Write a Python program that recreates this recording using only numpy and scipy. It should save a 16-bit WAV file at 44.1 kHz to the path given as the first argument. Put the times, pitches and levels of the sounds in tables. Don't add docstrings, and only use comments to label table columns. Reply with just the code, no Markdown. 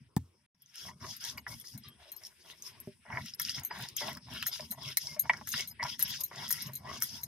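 import sys
import numpy as np
from scipy import signal
from scipy.fft import rfft, irfft, next_fast_len
from scipy.io import wavfile
from scipy.ndimage import uniform_filter1d

SR = 44100
rng = np.random.default_rng(int(sys.argv[2]) if len(sys.argv) > 2 else 0)


def to_wav(sig):
    pcm = np.clip(np.atleast_2d(sig), -1, 1) * 32767
    pcm = np.round(pcm).astype(np.int16)
    wavfile.write(sys.argv[1], SR, pcm.T)


def ratio(d):
    e = np.asarray(d, float) / 20
    return 10 ** e


N = 320597

# [f/Hz, level/dB, t60/s]
STONE_MODES = [(388, -18, 0.047), (601, -21.5, 0.085), (675, -5, 0.016), (951, -3.5, 0.026),
               (1118, -3.5, 0.015), (1366, -10.5, 0.018), (1676, -2, 0.0089), (1960, -8.5, 0.025),
               (2189, -13.5, 0.042), (2350, -17, 0.011), (2900, -27, 0.064)]
# [f/Hz, level/dB, t60/s]
BED_MODES = [(70, -5.5, 0.14), (137.3, 2, 0.085), (181.3, -2.5, 0.09), (231.8, 0, 0.056)]


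def rms_one(x):
    return x / np.sqrt(np.mean(x ** 2) + 1e-20)


def shaped(x, points, lag_samples=0):
    size = next_fast_len(N)
    hz = np.arange(size // 2 + 1) * SR / size + 1
    points = np.array(points)
    gain = ratio(np.interp(np.log(hz), np.log(points[:, 0]), points[:, 1]))
    delay = np.exp(-2j * np.pi * hz * lag_samples / SR)
    return irfft(rfft(x, size) * gain * delay, size)[..., :N]


def band(x, low_hz, high_hz, order=3):
    edges_hz = [low_hz, min(high_hz, .45 * SR)]
    return signal.sosfilt(signal.butter(order, edges_hz, "band", fs=SR, output="sos"), x)


def drift(rate_hz):
    r = np.exp(-2 * np.pi * rate_hz / SR)
    wander = signal.lfilter([1], [1, -2 * r, r * r], rng.standard_normal(N + SR))
    return rms_one(wander[SR:])


def ring(x, hz, t60):
    r = ratio(-60 / (t60 * SR))
    w = 2 * np.pi * hz / SR
    return signal.lfilter([0, np.sin(w)], [1, -2 * r * np.cos(w), r * r], x + 1e-18)


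def resonance(x, hz, width_hz):
    r = np.exp(-np.pi * width_hz / SR)
    poles = [1, -2 * r * np.cos(2 * np.pi * hz / SR), r * r]
    return signal.lfilter([(1 - r * r) / 2, 0, (r * r - 1) / 2], poles, x)


def friction(per_s, spread_db, grain_db, alike):
    sizes = ratio(spread_db * np.minimum(rng.exponential(1, N), 5)) * rng.choice([-1, 1], N)
    grains = sizes * (rng.random(N) < per_s * ratio(5 * drift(25)) / SR)
    shared, left, right = rng.standard_normal((3, N))
    smooth = np.sqrt(alike) * shared + np.sqrt(1 - alike) * np.array([left, right])
    return ratio(grain_db) * rms_one(grains) + smooth


def puffs(times, peak_db, decay_s):
    clicks = np.zeros(N)
    clicks[(times * SR).astype(int)] = ratio(peak_db)
    envelope = signal.lfilter([1], [1, -np.exp(-1 / (decay_s * SR))], clicks + 1e-18)
    return envelope * rng.standard_normal(N)


def struck(times, peak_db, favoured_hz, rattle_s, pan_db, modes,
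           favour_db, octaves, scatter_db, rebound_db, wobble_db):
    length = 2000
    t, out = np.arange(length) / SR, np.zeros((2, N))
    chance = np.clip(rng.standard_normal((len(times), len(modes))), -1.5, 1.5)
    hit = rng.random((len(times), length)) < .05
    rebounds = rng.standard_normal((len(times), length)) * hit
    rebounds *= ratio(rebound_db) * np.exp(-(t / np.clip(rattle_s, .001, .04)[:, None]) ** 2)
    rebounds[:, 0] = 1
    rebounds /= np.sqrt(np.sum(rebounds ** 2, axis=1))[:, None]
    sides = ratio(np.outer(pan_db, [.5, -.5]))
    wobble = ratio(wobble_db * np.tanh(drift(80)))
    for k, (hz, level_db, t60) in enumerate(modes):
        far = 1 - np.exp(-.5 * (np.log2(hz / favoured_hz) / octaves) ** 2)
        strength = ratio(peak_db + (level_db - favour_db + scatter_db * chance[:, k]) * far)
        blows = np.zeros((2, N + length))
        for s, g, side, rebound in zip(times, strength, sides, rebounds):
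            start = int(s * SR)
            blows[:, start:start + length] += np.outer(g * side, rebound)
        lean = ratio(.15 * wobble_db * rng.standard_normal((2, 1)))
        wobbles = [np.roll(wobble, 7001 * k), np.roll(wobble, 9001 * (k + 1))]
        out += (-1) ** k * lean * ring(blows[:, :N], hz, t60) * wobbles
    return out


def pressure(groups, rest_db):
    t = np.arange(0, N + 64, 64) / SR
    power = ratio(2 * np.array(rest_db))[:, None] + 0 * t
    for strokes, (fade_in, share, fade_out, start_db, end_db) in groups:
        for s, length, db, *over_db in strokes:
            knots = np.cumsum([s - fade_in, fade_in, share * length, (1 - share) * length, fade_out])
            course_db = np.interp(t, knots, [-40, start_db, 0, end_db, -40], -90, -90)
            layer_db = db + np.array([0, *over_db])[:, None]
            power = power + ratio(2 * (course_db + layer_db))
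    return [np.interp(np.arange(N) / SR, t, np.sqrt(p)) for p in power]


def air():
    # [f/Hz, level/dB per Hz]
    hum_colour = [(35, -29.5), (75, 3.5), (256, -18), (335, -4.5), (705, -29), (1070, -15), (2760, -15),
                  (4300, -22), (5300, -11), (7000, -45), (9100, -76.5), (15400, -120)]
    # [t/s, level/dB]
    hum_level = [
        (0, -74),
        (.45, -74.5),
        (.56, -88),
        (.75, -67),
        (1.75, -65),
        (1.9, -63.5),
        (2.85, -64),
        (3.05, -63.5),
        (7.27, -65),
    ]
    s, level_db = np.transpose(hum_level)
    hum = rms_one(shaped(friction(30, 1.5, -30.0, alike=0.43), hum_colour))
    edges_hz = 20 * 4 ** np.arange(5)
    hum = sum(ratio(4.84 * drift(5.1)) * band(hum, low, 4 * low, order=2) for low in edges_hz)
    insects = rms_one(band(rng.standard_normal((2, N)), 7700, 10700, order=6))
    return ratio(np.interp(np.arange(N) / SR, s, level_db)) * (hum + ratio(-9.5) * insects)


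def yard(x):
    out = np.zeros((2, N))
    lags = (rng.uniform(0.002, 0.016, 12) * SR).astype(int)
    for k, lag in enumerate(lags):
        out[k % 2, lag:] += x[:N - lag] * (-1) ** (k // 2) * ratio(-1300 * lag / SR)
    return out


def skids():
    # [t/s, length/s, level/dB, f/Hz]
    loose_pieces = [(1.832, 0.027, -51, 4950), (1.84, 0.089, -58, 3190), (1.841, 0.053, -58.5, 1191),
                    (2.052, 0.048, -60.5, 610), (2.124, 0.021, -55.5, 4140), (2.635, 0.039, -64.5, 1045),
                    (3.7, 0.14, -53, 4960), (5.7, 0.012, -47, 5010), (4.148, 0.032, -61, 5060),
                    (4.238, 0.055, -59.5, 5000), (5.083, 0.053, -51, 2130), (5.365, 0.053, -71, 13000)]
    width_hz, size = 45, 8000
    t, out = np.arange(size) / SR, np.zeros(N)
    for s, length, db, hz in loose_pieces:
        hiss = rng.standard_normal(size)
        note = rms_one(resonance(resonance(hiss, hz, width_hz), hz, 2 * width_hz))
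        fade_db = np.interp(t, [0, .004, length, length + .04], [db - 30, db, db - 6, db - 40], right=-150)
        start = int(s * SR)
        out[start:start + size] += note * ratio(fade_db)
    return out


def set_down():
    push = np.zeros(N)
    push[int(2.8735 * SR)] = ratio(-39.5)
    damped = sum(ring(push, hz, .085) for hz, _, _ in BED_MODES[1:] + STONE_MODES[:2])
    return band(damped, 130, 520, order=2)


def flakes():
    # [t/s, peak level/dB]
    snaps = [(0.757, -44), (1.249, -34.5), (2.623, -43.5), (3.259, -43.5), (3.559, -44), (3.597, -40.5),
             (3.788, -45), (3.809, -48), (3.824, -40), (3.888, -40), (4.075, -43), (4.131, -42),
             (4.15, -56), (4.17, -47.5), (4.337, -44), (4.427, -37.5), (4.832, -46), (5.374, -51),
             (5.569, -49), (5.594, -40), (5.61, -43), (5.829, -50), (5.839, -41), (6.146, -46), (6.48, -42),
             (6.721, -56), (6.979, -48), (7.004, -44)]
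    s, peak_db = np.transpose(snaps)
    return np.array([band(puffs(s, peak_db + 8.0, 0.00092), 5700, 15800, order=2) for side in range(2)])


def cracks():
    # [t/s, peak level/dB, centre f/Hz]
    husks = [(0.66, -51.5, 6050), (.757, -57, 5460), (1.24, -27.5, 5580), (1.672, -36, 5460),
             (2.25, -39, 5200), (3.2605, -39, 5200), (3.5523, -37, 5230), (3.886, -33.5, 4900),
             (4.15, -40, 5000), (4.527, -35.5, 5160), (4.6063, -33.5, 5100), (5.8377, -25.5, 5500),
             (6.1053, -30, 5100), (6.1596, -36, 5660), (6.359, -37, 5450), (6.4796, -33, 5730),
             (6.5298, -27, 5760), (1.0044, -51, 5400), (1.298, -32, 5570), (1.381, -36, 5040),
             (1.8347, -53, 4800), (2.236, -39.5, 5270), (2.6223, -35.5, 6140), (3.337, -33.5, 5200),
             (3.398, -26.5, 5500), (3.429, -34, 4830), (3.45, -24.5, 4970), (3.494, -22.5, 5000),
             (3.9659, -30, 6370), (4.173, -38.5, 5050), (4.462, -31.5, 5500), (4.9708, -21.5, 5530),
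             (5.07, -27, 5480), (5.3334, -36, 5140), (5.371, -41, 5140), (5.473, -34.5, 6200),
             (5.5183, -27.5, 6300), (5.56, -29.5, 4700), (5.5787, -25, 5200), (5.607, -25, 5480),
             (5.8288, -27.5, 5100), (5.9927, -36, 6000), (6.022, -28, 5740), (6.5068, -30, 5340),
             (6.615, -34, 5200), (7.0219, -21.5, 5750)]
    # [t/s, peak level/dB]
    seeds = [
        (2.5, -36),
        (3.485, -33),
        (4.081, -31),
        (4.335, -48),
        (4.426, -26.5),
        (4.45, -43),
        (4.851, -35.5),
        (5.2966, -27),
        (5.541, -29.5),
        (5.5947, -29.5),
    ]
    seed_hz, size = 2940, 600
    t, out = np.arange(size) / SR, np.zeros(N + size)
    for s, peak_db, hz in sorted(husks + [(*row, seed_hz) for row in seeds]):
        hiss = rng.standard_normal(size) * np.exp(-t / 0.0016)
        snap = resonance(hiss, hz, 340) * np.minimum(t / 0.00053, 1)
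        start = int(s * SR)
        out[start:start + size] += ratio(peak_db + 2.0) * snap / np.abs(snap).max()
    return out[:N]


def bangles():
    # [t/s, peak level/dB, favoured f/Hz, rattle/s]
    slaps = [(1.166, -36, 11180, 0.015), (1.374, -40.5, 12650, 0.027), (1.777, -39, 13100, 0.0045),
             (2.118, -34.5, 12600, 0.023), (2.802, -36.5, 11400, 0.0076), (3.347, -42.5, 11430, 0.0048),
             (3.3974, -24, 12430, 0.0037), (4.091, -42, 13000, 0.0073), (5.998, -27.5, 12470, 0.012),
             (4.467, -20.5, 12700, 0.012), (4.9712, -11.5, 13100, 0.0083), (5.489, -25.5, 12400, 0.025),
             (5.993, -27, 12700, 0.0044), (6.096, -31, 12600, 0.012), (6.079, -35, 12400, 0.0088),
             (6.2363, -23.5, 12700, 0.026), (6.5065, -19, 13300, 0.0047), (6.513, -22.5, 12100, 0.0034),
             (6.526, -17, 11400, 0.008), (7.023, -22, 12800, 0.025)]
    # [t/s, peak level/dB, favoured f/Hz, rattle/s]
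    slides = [(.62, -48, 11400, 0.0069), (1.599, -39, 11500, 0.0053), (1.613, -43, 9520, 0.0036),
              (1.885, -45.5, 11400, 0.0057), (2.163, -40, 13200, 0.01), (3.415, -22.5, 9510, 0.0036),
              (3.634, -32, 12700, 0.005), (3.649, -22.5, 12200, 0.024), (3.965, -25.5, 13100, 0.0034),
              (4.475, -25.5, 12000, 0.0076), (4.707, -31, 12400, 0.005), (4.7119, -21.5, 12650, 0.022),
              (5.191, -45, 12900, .004), (5.194, -19, 12900, 0.021), (5.472, -28.5, 13220, 0.033),
              (5.522, -26.5, 9500, 0.011), (5.674, -28, 12430, 0.03), (6.025, -25.5, 12500, 0.0044),
              (6.026, -15, 11500, 0.0063), (6.206, -28.5, 12100, 0.015), (6.489, -29, 11400, 0.0048),
              (6.621, -31.5, 9520, 0.012), (6.665, -35.5, 13200, 0.01), (6.734, -30.5, 13000, 0.013),
              (6.753, -22, 12700, 0.018), (7.035, -20, 11400, 0.0093), (7.214, -40, 12640, 0.021),
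              (7.233, -23, 13060, 0.0069)]
    # [f/Hz, level/dB, t60/s]
    wide_modes = [(2155, -26, .08), (4080, -20, .09), (6374, -14, .06), (6584, -12, .06), (7600, -24, .05),
                  (9220, -21, .06), (9518, -11, .07), (12090, -17, .05), (12430, -5, .08), (12875, -3, .11),
                  (12960, -8, .06), (13700, -19, .04), (15080, -15, .05)]
    # [f/Hz, level/dB, t60/s]
    narrow_modes = [(8700, -20, .04), (10980, -12, .05), (11415, 0, .055), (11760, -10, .04),
                    (14820, -17, .05)]
    slap_tick_db, slide_tick_db = -8.5, -24.5
    skin_damping = 0.6
    touches = [(*row, slap_tick_db) for row in slaps] + [(*row, slide_tick_db) for row in slides]
    s, peak_db, hz, rattle_s, tick_db = np.transpose(sorted(touches))
    narrow = (hz > 10300) & (hz < 12000)
    pan_db = np.where(s < 3, 5.5, 0.3)
    rings = 0
    for own, modes in ((narrow, narrow_modes), (~narrow, wide_modes)):
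        damped = np.array(modes) * [1, 1, skin_damping]
        rings = rings + struck(s[own], peak_db[own] - 5.5, hz[own], rattle_s[own], pan_db[own], damped,
                               favour_db=1.5, octaves=0.013, scatter_db=3.5, rebound_db=-15.5, wobble_db=9.0)
    ticks = [band(puffs(s, peak_db + tick_db + 12.0, 0.0012), 10500, 23500, order=2) for side in range(2)]
    left, right = rings + np.array(ticks)
    return np.array([np.roll(left, -1), right])


def knocks():
    # [t/s, peak level/dB, favoured f/Hz]
    edge_hits = [(1.376, -32.5, 2540), (1.465, -28.5, 1750), (1.641, -52.5, 1960), (3.125, -33.5, 1880),
                 (3.148, -34, 1790), (3.171, -26, 1850), (3.205, -43, 2010), (3.397, -31, 1740),
                 (3.581, -35, 2280), (4.17, -41.5, 1610), (4.425, -33, 1580), (4.463, -33, 1660),
                 (4.72, -49.5, 1750), (4.971, -34, 1960), (5.295, -14.5, 2230), (5.334, -29.5, 1760),
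                 (5.472, -39.5, 1740), (5.538, -26.5, 1600), (5.993, -38, 1750), (6.504, -34, 1660),
                 (7.02, -32, 1610)]
    # [t/s, peak level/dB, favoured f/Hz]
    flat_drops = [(2.873, -54, 397), (3.052, -50, 820), (3.102, -35.5, 960), (3.71, -32.5, 890),
                  (4.014, -30, 514), (4.284, -44, 920), (4.595, -31.5, 525), (5.163, -40.5, 610),
                  (5.296, -20.5, 950), (1.466, -38.5, 970), (1.378, -45, 1070), (3.172, -36, 940),
                  (5.411, -36.5, 850), (5.796, -38.5, 910), (5.826, -26.5, 980), (5.849, -27.5, 940),
                  (6.312, -41, 660)]
    out = 0
    for rows, low_hz in ((edge_hits, 876), (flat_drops, 480)):
        s, peak_db, hz = np.transpose(rows)
        stone = struck(s, peak_db + 1.5, hz, 0.0099 + 0 * s, 0 * s, STONE_MODES, favour_db=15.5,
                       octaves=0.39, scatter_db=4.5, rebound_db=-13.0, wobble_db=-0.5)
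        tick = resonance(puffs(s, peak_db + 4.0, 0.0033), 2600, 1600)
        out = out + band(stone + tick, low_hz, 2190)
    return out


def pound():
    # [f/Hz, level/dB, t60/s]
    thud_modes = [(87, -2, 0.24), (125, -1, .12), (168, 10.5, 0.031), (258, -14, 0.14), (416, -35, 0.11),
                  (765, -5, 0.017), (865, -1, 0.025), (1750, -10.5, 0.016)]
    pound_s, pound_db = .1645, -28.5
    s = np.array([pound_s])
    push = np.zeros(N)
    push[int((pound_s + .0025) * SR)] = ratio(pound_db)
    thud = sum(ratio(db) * ring(push, hz, t60) * ratio(5.0 * drift(25.0)) for hz, db, t60 in thud_modes)
    burst = band(puffs(s, pound_db + 2.5, 0.0013), 3700, 23000)
    crumbs = band(puffs(s, pound_db - 36.5, 0.071), 1500, 15500)
    return band(thud, 110, 2700, order=2) + burst + crumbs


def slab_rumble():
    low = friction(35, 2.7, -9.0, alike=0.96) * ratio(5.9 * drift(13.0))
    rumble = 0
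    for k, (hz, db, t60) in enumerate(BED_MODES):
        rumble = rumble + ratio(db + 3.2 * drift(11.3)) * ring(low, hz, t60) * (-1) ** k
    rumble = rumble / uniform_filter1d(np.mean(rumble ** 2, axis=0), 3000) ** .3
    return band(rumble, 75, 290, order=4)


def stone_scrape():
    slab_modes, db_per_doubling = 5, 2
    middle = friction(250, 2.35, 0.5, alike=0.45)
    tones = []
    for k, (hz, db, t60) in enumerate(STONE_MODES):
        level_db = db + db_per_doubling * np.log2(t60) + 4.3 * drift(9.1)
        tones.append(ratio(level_db) * ring(middle, hz, t60) * (-1) ** k)
    return band(sum(tones[:slab_modes]), 340, 1300), band(sum(tones[slab_modes:]), 1100, 3100)


def grit_crunch():
    # [f/Hz, width/Hz, level/dB]
    grit_bands = [(2880, 460, -8), (3297, 144, -0.5), (3776, 720, -8), (4970, 366, -5.5), (5480, 316, -1),
                  (6150, 7600, -15.5)]
    # [f/Hz, level/dB per Hz]
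    dust_colour = [(3820, -9.5), (6500, 3.5), (8320, -7.5), (9400, -4), (11000, -1), (12700, -5),
                   (15700, -14)]
    coarse_bands = 3
    high = friction(1500, 4.16, -2.9, alike=0.11)
    grit = [ratio(db + 3.4 * drift(17.2)) * resonance(high, hz, width_hz) * (-1) ** k
            for k, (hz, width_hz, db) in enumerate(grit_bands)]
    dust = shaped(high + 2.0 * rng.standard_normal((2, N)), dust_colour)
    fine = band(sum(grit[coarse_bands:]), 4000, 7000)
    coarse = band(sum(grit[:coarse_bands]), 2200, 4600)
    return fine, band(dust, 7600, 19000), coarse


def rubbing():
    # [t/s, length/s, rumble level/dB]
    drags = [(0.0, 0.022, -51.5), (0.84, 0.091, -46), (1.017, 0.093, -45.5), (1.202, 0.19, -63.5),
             (1.34, 0.046, -45.5), (1.476, 0.067, -48), (1.74, 0.029, -45), (1.85, 0.062, -56),
             (2.476, 0.062, -67), (2.58, 0.5, -67), (3.11, 0.11, -45), (3.21, 0.026, -44.5),
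             (3.395, 0.21, -57), (3.566, 0.041, -46.5), (3.741, 0.11, -48.5), (3.92, 0.025, -53.5),
             (4.016, 0.16, -47.5), (4.262, 0.2, -50.5), (4.566, 0.17, -53), (4.776, 0.15, -50.5),
             (5.02, 0.26, -54), (5.251, 0.22, -52.5), (5.522, 0.079, -49.5), (5.685, 0.044, -50.5),
             (5.819, 0.088, -49), (5.988, 0.25, -53), (6.341, 0.19, -49), (6.577, 0.25, -51),
             (6.808, 0.2, -49.5), (7.049, 0.58, -51.5)]
    # [t/s, length/s, slab level/dB, hand stone over it/dB]
    scrapes = [(.76, 0.076, -71.5, 7), (.85, 0.068, -52.5, -7), (1.01, 0.083, -50.5, -2),
               (1.22, 0.056, -59, 10), (1.29, 0.11, -59, -8), (1.48, 0.065, -54, -0.5),
               (1.74, 0.038, -63, -1.5), (1.84, 0.18, -75.5, -1), (1.97, 0.2, -63, -6),
               (2.2, 0.12, -64.5, -6), (2.45, 0.089, -59.5, -2), (2.64, 0.21, -66, -37),
               (3.06, 0.1, -55.5, 3.5), (3.1, 0.1, -48.5, -6), (3.4, 0.11, -67.5, 17.5),
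               (3.55, 0.085, -56, -0.5), (3.71, 0.15, -51, 2.5), (4.012, 0.11, -41.5, -3),
               (4.16, 0.011, -49, -47), (4.27, 0.12, -54, -2), (4.4, 0.16, -66.5, 4),
               (4.595, 0.055, -51, -8), (4.72, 0.024, -56, -4.5), (4.78, 0.13, -53, -14),
               (5.03, 0.17, -63, -2.5), (5.17, 0.015, -60, 2), (5.24, 0.031, -58, 1.5),
               (5.3, 0.08, -49, 0.5), (5.47, 0.027, -74, 16), (5.55, 0.092, -54, 4), (5.71, 0.018, -63, -3),
               (5.8, 0.079, -47.5, 6), (5.9, 0.061, -69, -14), (6.0, 0.12, -58, 3), (6.19, 0.031, -55, -21),
               (6.315, 0.15, -48.5, 3.5), (6.5, 0.17, -62, 6.5), (6.67, 0.047, -52, -11.5),
               (6.78, 0.073, -57, -6), (6.85, 0.11, -43.5, -10), (7.03, 0.25, -62.5, -9)]
    # [t/s, length/s, grit level/dB, dust over it/dB, coarse grit over it/dB]
    pushes = [(0.746, 0.14, -46.5, -7, -4), (1.21, 0.11, -40, -8, -5.5), (1.482, 0.13, -50.5, -0.5, -6.5),
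              (1.648, 0.092, -47.5, -3.5, -13.5), (3.398, 0.12, -37, -10, -5),
              (3.545, 0.049, -40.5, -13, -5), (3.975, 0.14, -40, -9, -3.5), (4.12, 0.045, -58, -4, -2.5),
              (4.461, 0.032, -45, -2, -1), (4.52, 0.14, -44.5, -8.5, -4.5), (4.971, 0.18, -44, -8.5, -10),
              (5.476, 0.039, -48.5, 4, -6), (5.53, 0.11, -36.5, -13, -4), (5.83, 0.12, -43.5, -12, -2.5),
              (5.994, 0.038, -44.5, 2, -3), (6.05, 0.13, -39.5, -16, -5.5), (6.501, 0.074, -41, -3.5, -7.5),
              (6.57, 0.099, -42.5, -10.5, -5), (7.018, 0.059, -44.5, 3.5, -1.5),
              (7.07, 0.11, -39.5, -12, -9)]
    # [t/s, length/s, grit level/dB, dust over it/dB, coarse grit over it/dB]
    pulls = [
        (0.607, 0.15, -69.5, -7, -4.5),
        (1.03, 0.14, -45.5, -10, -10.5),
        (3.12, 0.19, -54.5, -8, -16),
        (3.21, 0.093, -54.5, -11, 0.5),
        (3.75, 0.15, -46, -7.5, 1),
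        (4.31, 0.12, -45.5, -6, 4.5),
        (4.82, 0.11, -43, -10, -1),
        (5.24, 0.24, -54.5, -12.5, -9.5),
        (6.35, 0.15, -40, -12.5, -5),
        (6.89, 0.088, -42, -12.5, -3),
    ]
    # [t/s, length/s, grit level/dB, dust over it/dB, coarse grit over it/dB]
    sweeps = [(1.836, 0.077, -62.5, -17, 4), (2.034, 0.12, -61, -7, 0.5), (2.24, 0.058, -54, 2, -3.5),
              (2.404, 0.053, -58, -18, -23), (2.49, 0.047, -50.5, -4.5, 0), (2.625, 0.11, -54, -1.5, -8),
              (2.794, 0.15, -76, 5, -12), (4.71, 0.027, -52.5, 2, -6), (6.2, 0.03, -46.5, -2.5, -12),
              (6.735, 0.078, -60, 2, -5), (7.2, 0.12, -57.5, -1, -24)]
    drag_shape = .082, .35, .15, -9, -6
    scrape_shape = .018, .55, .06, -4, -4
    push_shape = 0.025, 0.4, 0.065, -4, -5
    pull_shape = .09, .55, .08, -9, -5
    sweep_shape = 0.2, 0.5, 0.5, -8, -17
    rest_levels = -78, -88.5, -91.5, -82.5, -90.5, -92
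    flutter = ratio(2.2 * drift(9.1))
    layers = [slab_rumble()] + [x * flutter for x in (*stone_scrape(), *grit_crunch())]
    gains = pressure([(drags, drag_shape)], rest_levels[:1])
    gains += pressure([(scrapes, scrape_shape)], rest_levels[1:3])
    gains += pressure([(pushes, push_shape), (pulls, pull_shape), (sweeps, sweep_shape)], rest_levels[3:])
    gains[2] = np.hypot(gains[2], ratio(-9.5) * gains[5])
    return sum(gain * rms_one(x) for gain, x in zip(gains, layers))


def scene():
    hits = pound() + set_down() + knocks() + cracks() + flakes() + bangles()
    top_cut = signal.cheby2(12, 50, 16100, fs=SR, output="sos")
    steady = signal.sosfilt(top_cut, rubbing() + air())
    steady = steady - .9 * resonance(steady, 7250, 900)
    echoes = yard(band(hits.mean(axis=0), 410, 16000, order=2))
    return steady + skids() + hits + ratio(-3.0) * echoes


def band_limit(x):
    return signal.sosfilt(signal.butter(12, 16970, fs=SR, output="sos"), x)


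def record(dry):
    # [f/Hz, level/dB]
    side_colour = [(60, 1.0), (180, 0.0), (550, 1.0), (1650, 1.5), (4970, 3.0), (15000, 6.0)]
    half = np.array(side_colour) * [1, .5]
    left = shaped(dry[0], half, lag_samples=1.8)
    right = shaped(dry[1], half * [1, -1])
    top_cut = signal.cheby2(10, 60, 17000, fs=SR, output="sos")
    heard = signal.sosfilt(top_cut, np.array([left, right]))
    heard[:, int(.463 * SR):int(.547 * SR)] = 0
    return band_limit(heard)


dry = scene()
out = record(dry)
to_wav(out)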